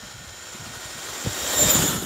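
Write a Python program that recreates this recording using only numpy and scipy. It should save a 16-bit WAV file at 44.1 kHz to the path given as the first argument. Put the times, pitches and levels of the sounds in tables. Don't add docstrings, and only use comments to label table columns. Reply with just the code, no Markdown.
import sys
import numpy as np
from scipy import signal
from scipy.io import wavfile
from scipy.ndimage import uniform_filter1d

SR = 44100
rng = np.random.default_rng(int(sys.argv[2]) if len(sys.argv) > 2 else 0)


def gain_from_db(level_db):
    decades = np.asarray(level_db, float) / 20
    return 10 ** decades


def log_audio(samples):
    frames = np.atleast_2d(samples).T
    limited = np.clip(frames, -1, 1)
    pcm = np.round(limited * 32767).astype(np.int16)
    wavfile.write(sys.argv[1], SR, pcm)


N = 90404


def evened(x):
    return x / np.sqrt(np.mean(x ** 2) + 1e-20)


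def curve(table, col):
    rows = np.array(table, float)
    return np.interp(np.arange(N) / SR, rows[:, 0], rows[:, col])


def read_colour(points, hz):
    f, value = np.transpose(points)
    return np.interp(np.log(hz + 1), np.log(f + 1), value)


def smoothed_noise(seconds):
    span = max(int(seconds * SR), 2)
    once = uniform_filter1d(rng.standard_normal(N), span)
    return evened(uniform_filter1d(once, span))


def resonate(x, hz, width_hz):
    turn = np.exp(2j * np.pi * np.cumsum(hz * np.ones(len(x))) / SR)
    r = np.exp(-np.pi * width_hz / SR)
    ringing = signal.lfilter([(1 - r) ** 2], [1, -2 * r, r * r], x / turn)
    return 2 * (turn * ringing).real


def rumble(x, top_hz):
    low_pass = signal.butter(4, np.clip(top_hz, 30, 5000), fs=SR, output="sos")
    return evened(signal.sosfilt(low_pass, x))


# time_s, level_db, gearbox_db
DRIVE_PAST = [(0, -44, -4), (.2, -45, -1.5), (.47, -43, 1.5), (.72, -41, -5), (.85, -40, -3.5),
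              (1.28, -35.5, -2), (1.49, -30, -5), (1.59, -27.5, 0.5), (1.63, -26.5, 11.5),
              (1.68, -25.5, -4), (1.708, -24.5, 11.5), (1.73, -28.5, 6.5), (1.76, -26, 8.5),
              (1.81, -26, -1), (1.88, -29, 7.5), (1.93, -29.5, -5.5), (1.98, -36, -0.5), (2.05, -38, -7)]
FAR_DB, NEAR_DB = -46, -27


def nearness():
    level_db = np.maximum.accumulate(curve(DRIVE_PAST, col=1))
    return np.clip((level_db - FAR_DB) / (NEAR_DB - FAR_DB), 0, 1)


def leaving():
    passed_s, fade_s = 1.7, .27
    return np.clip((np.arange(N) / SR - passed_s) / fade_s, 0, 1)


def staged(*dbs):
    midway = .33
    return gain_from_db(np.interp(nearness() + leaving(), [0, midway, 1, 2], dbs))


# time_s, pitch_hz
GEAR_WHINE = [(0, 7040), (.13, 7065), (.39, 7165), (.65, 7222), (.91, 7286), (1.17, 7333), (1.3, 7345),
              (1.5, 7320), (1.6, 7270), (1.7, 7170), (1.85, 7050), (2.05, 7000)]


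def mesh_pitch():
    return curve(GEAR_WHINE, col=1)


# time_s, peak_db, length_s, top_hz
WIND_PUFFS = [(0.036, -42.5, 0.077, 189), (.16, -41, 0.063, 148), (0.216, -45, 0.083, 252),
              (0.274, -39.5, 0.032, 101), (0.551, -37, 0.013, 300), (0.613, -37, 0.044, 193),
              (0.683, -38, 0.056, 240), (0.771, -40.5, 0.021, 195), (.86, -43, 0.05, 148),
              (0.959, -39, .03, 253), (1.09, -43.5, .04, 150), (1.254, -29.5, 0.019, 249),
              (1.266, -22, 0.014, 485), (1.275, -23, 0.031, 147), (1.43, -39.5, 0.078, 121),
              (1.58, -35, 0.065, 150), (1.631, -22.5, 0.043, 400), (1.649, -22, 0.02, 178),
              (1.672, -24, 0.025, 149), (1.755, -19.5, 0.016, 460), (1.779, -26.5, 0.057, 200),
              (1.80, -26, 0.035, 275), (1.827, -31.5, 0.037, 270), (1.89, -27.5, 0.026, 250),
              (1.961, -25, .04, 287), (2.025, -27, 0.015, 284)]
BREEZE_DB, BREEZE_HZ = -54.5, 108
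WAKE_DB, WAKE_HZ, WAKE_LAG_S = -7, 324, 0.14


def wind():
    t = np.arange(N) / SR
    breeze = gain_from_db(BREEZE_DB + 1.9 * smoothed_noise(0.019)) * rumble(rng.standard_normal(N), BREEZE_HZ)
    late_db = np.interp(t - WAKE_LAG_S, t, curve(DRIVE_PAST, col=1))
    wake_db = 2.2 * (late_db - NEAR_DB) + NEAR_DB + WAKE_DB + 2 * smoothed_noise(0.026)
    out = breeze + gain_from_db(wake_db) * rumble(rng.standard_normal(N), WAKE_HZ)

    lead_s = .08
    noise = rng.standard_normal((len(WIND_PUFFS), SR // 4))
    puff_t = np.arange(SR // 4) / SR - lead_s
    for (time_s, peak_db, length_s, top_hz), air in zip(WIND_PUFFS, noise):
        u = puff_t / length_s
        shape = np.exp(-np.where(u < 0, 8 * u ** 2, 1.77 * u))
        puff = shape * (rumble(air, top_hz) - 1.1 * rumble(air, 0.58 * top_hz))
        puff = puff * np.sqrt(np.sum(shape ** 2) / np.sum(puff ** 2))
        out = out + gain_from_db(peak_db) * np.interp(t, time_s + puff_t, puff, 0, 0)
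    return out


# time_s, peak_db, pitch_hz
STONE_HITS = [
    (0.607, -37, 6400),
    (.642, -34, 6550),
    (.88, -33, 6700),
    (.995, -36, 6550),
    (1.224, -26, 6560),
    (1.445, -24.5, 520),
    (1.474, -16.5, 7450),
]


def stones():
    out, t = np.zeros(N), np.arange(2000) / SR
    attack_s, fade_60db_s = 0.0027, 0.029
    noise = rng.standard_normal((len(STONE_HITS), 2000))
    for (time_s, peak_db, hz), air in zip(STONE_HITS, noise):
        ring = evened(resonate(air, hz, .09 * hz + 60))
        ring = ring * np.minimum(t / attack_s, 1) * gain_from_db(peak_db - 60 * t / fade_60db_s)
        out[round(time_s * SR):][:2000] += ring
    return out


def grit():
    clicks_per_s, size_db = 5000, 1.5
    size = gain_from_db(size_db * np.minimum(rng.exponential(1, N), 4))
    size = size * (rng.random(N) < clicks_per_s / SR)
    clicks = evened(size * rng.choice([-1., 1.], N))
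    flicker = gain_from_db(0.76 * smoothed_noise(.012))
    return evened(clicks + rng.standard_normal(N)) * flicker


# pitch_hz, level_db
FAR_HISS = [(300, -8), (700, -4), (1100, -4.5), (2400, -6.5), (4900, -8.5), (7000, -8), (8500, -17.5),
            (15600, -26)]
# pitch_hz, level_db
NEAR_HISS = [(150, -26), (250, -4), (1830, -9.5), (2770, -12.5), (3650, -10), (6130, -13), (7160, -4.5),
             (8520, -16), (15600, -19)]
# pitch_hz, level_db
GONE_HISS = [(150, -22), (250, -7.5), (980, -15), (1320, -12.5), (2450, -21), (3410, -13.5), (4810, -21),
             (7160, -18.5), (15600, -26.5)]
# pitch_hz, far_db, midway_db, near_db, leaving_db
BODY_RINGS = [(588, -11, -51, -8.5, -50), (1436, -9, -12, -28, -9.5), (3234, -8.5, -20.5, -15, -22),
              (3620, -28, -37, -15, -19), (3970, -3, -36, -26, -25), (5470, -18, -24, -27, -38),
              (8440, -34, -19, -31.5, -39), (9350, -35, -15, -45.5, -45), (12480, -28, -29, -16, -12),
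              (14500, -34, -31, -23, -17.5)]
HISS_DB = -2
PATCH_DB, NEAR_PATCH_DB = 0.71, 1.2


def tyres():
    drive, mesh = grit(), mesh_pitch()
    hz, t, spectrum = signal.stft(drive, SR, nperseg=512, noverlap=384)
    near = np.interp(t * SR, np.arange(N), nearness())
    gone = np.interp(t * SR, np.arange(N), leaving())
    far, close, away = (read_colour(s, hz)[:, None] for s in (FAR_HISS, NEAR_HISS, GONE_HISS))

    def balanced(colour):
        middle = colour[26:73]
        return colour / np.sqrt((middle ** 2).sum(0) / len(hz))

    colour = balanced(gain_from_db(far + (close - far) * near)) * (1 - gone) + balanced(gain_from_db(away)) * gone
    patches = rng.standard_normal(spectrum.shape[::-1])
    patches = evened(uniform_filter1d(uniform_filter1d(patches, 12, 0), 6, 1)).T
    patches = patches * np.minimum(hz / 3500, 1)[:, None]
    patchy = gain_from_db((PATCH_DB + NEAR_PATCH_DB * near ** 2) * patches)
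    hiss = signal.istft(spectrum * colour * patchy, SR, nperseg=512, noverlap=384)[1][:N]

    doppler = mesh / np.maximum.accumulate(mesh)
    shell = np.zeros(N)
    for f, *dbs in BODY_RINGS:
        ring = evened(resonate(drive, f * doppler, 7.6 * np.sqrt(f)))
        shell += staged(*dbs) * gain_from_db(PATCH_DB * smoothed_noise(0.015)) * ring
    return gain_from_db(HISS_DB) * hiss + shell


def tones(hz, orders, table):
    wobble = (.0012 + .003 * nearness() ** 2) * smoothed_noise(0.0037)
    turns = np.cumsum(hz * (1 + wobble)) / SR
    out = np.zeros(N)
    for order, dbs in zip(orders, table):
        swell = gain_from_db(2.2 * (1 + nearness() ** 2) * smoothed_noise(.04))
        sine = np.sqrt(2) * np.sin(2 * np.pi * (order * turns + rng.random()))
        out += staged(*dbs) * swell * sine
    return out


SHAFT_MULTIPLES = (1, 19, 19.54, 20, 20.44, 21, 34, 40)
# far_db, midway_db, near_db, leaving_db
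SHAFT_LOUDNESS = [(-24, -14, -24, -37), (-23, -29, -20, -10), (-17.5, -20, -29, -5), (-11, -6.5, -6, -10),
                  (-20.5, -35.5, -23, -8), (-31, -14, -18, -13), (-29, -39, -25, -29),
                  (-31.5, -21, -14, -21)]
TEETH = 20


def gearbox():
    mesh = mesh_pitch()
    housing_hz, width_hz, rattle_db = 7120, 400, -6
    rattle = evened(resonate(grit(), housing_hz * (mesh / 7200) ** .5, width_hz))
    whine = tones(mesh / TEETH, SHAFT_MULTIPLES, SHAFT_LOUDNESS)
    return gain_from_db(curve(DRIVE_PAST, col=2)) * (whine + gain_from_db(rattle_db) * rattle)


AXLE_MULTIPLES = (1, 2, 3, 5)
# far_db, midway_db, near_db, leaving_db
AXLE_LOUDNESS = [(-13, -14, -18, -17), (-22.5, -17.5, -7.5, -28), (-14.5, -17, -14.5, -23.5),
                 (-22, -23, -39, -36)]
AXLE_RATIO = .2559


def axle_gears():
    return tones(mesh_pitch() * AXLE_RATIO, AXLE_MULTIPLES, AXLE_LOUDNESS)


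def truck():
    return gain_from_db(curve(DRIVE_PAST, col=1)) * (tyres() + gearbox() + axle_gears())


def scene():
    return (wind() + stones() + truck())[None]


def top_cut(x):
    return signal.sosfilt(signal.butter(12, 16350, fs=SR, output="sos"), x)


def record(dry):
    low_cut_hz, overload, top_hz = 47.3, 0.57, 15690
    low_cut = signal.butter(5, low_cut_hz, "high", fs=SR, output="sos")
    cut = signal.sosfilt(low_cut, dry)
    soft = overload * np.tanh(cut / overload)
    band_limit = signal.firwin(2047, top_hz, window=("kaiser", 9), fs=SR)
    mix = signal.oaconvolve(soft, band_limit[None], "same")
    return top_cut(mix)


dry = scene()
out = record(dry)
log_audio(out)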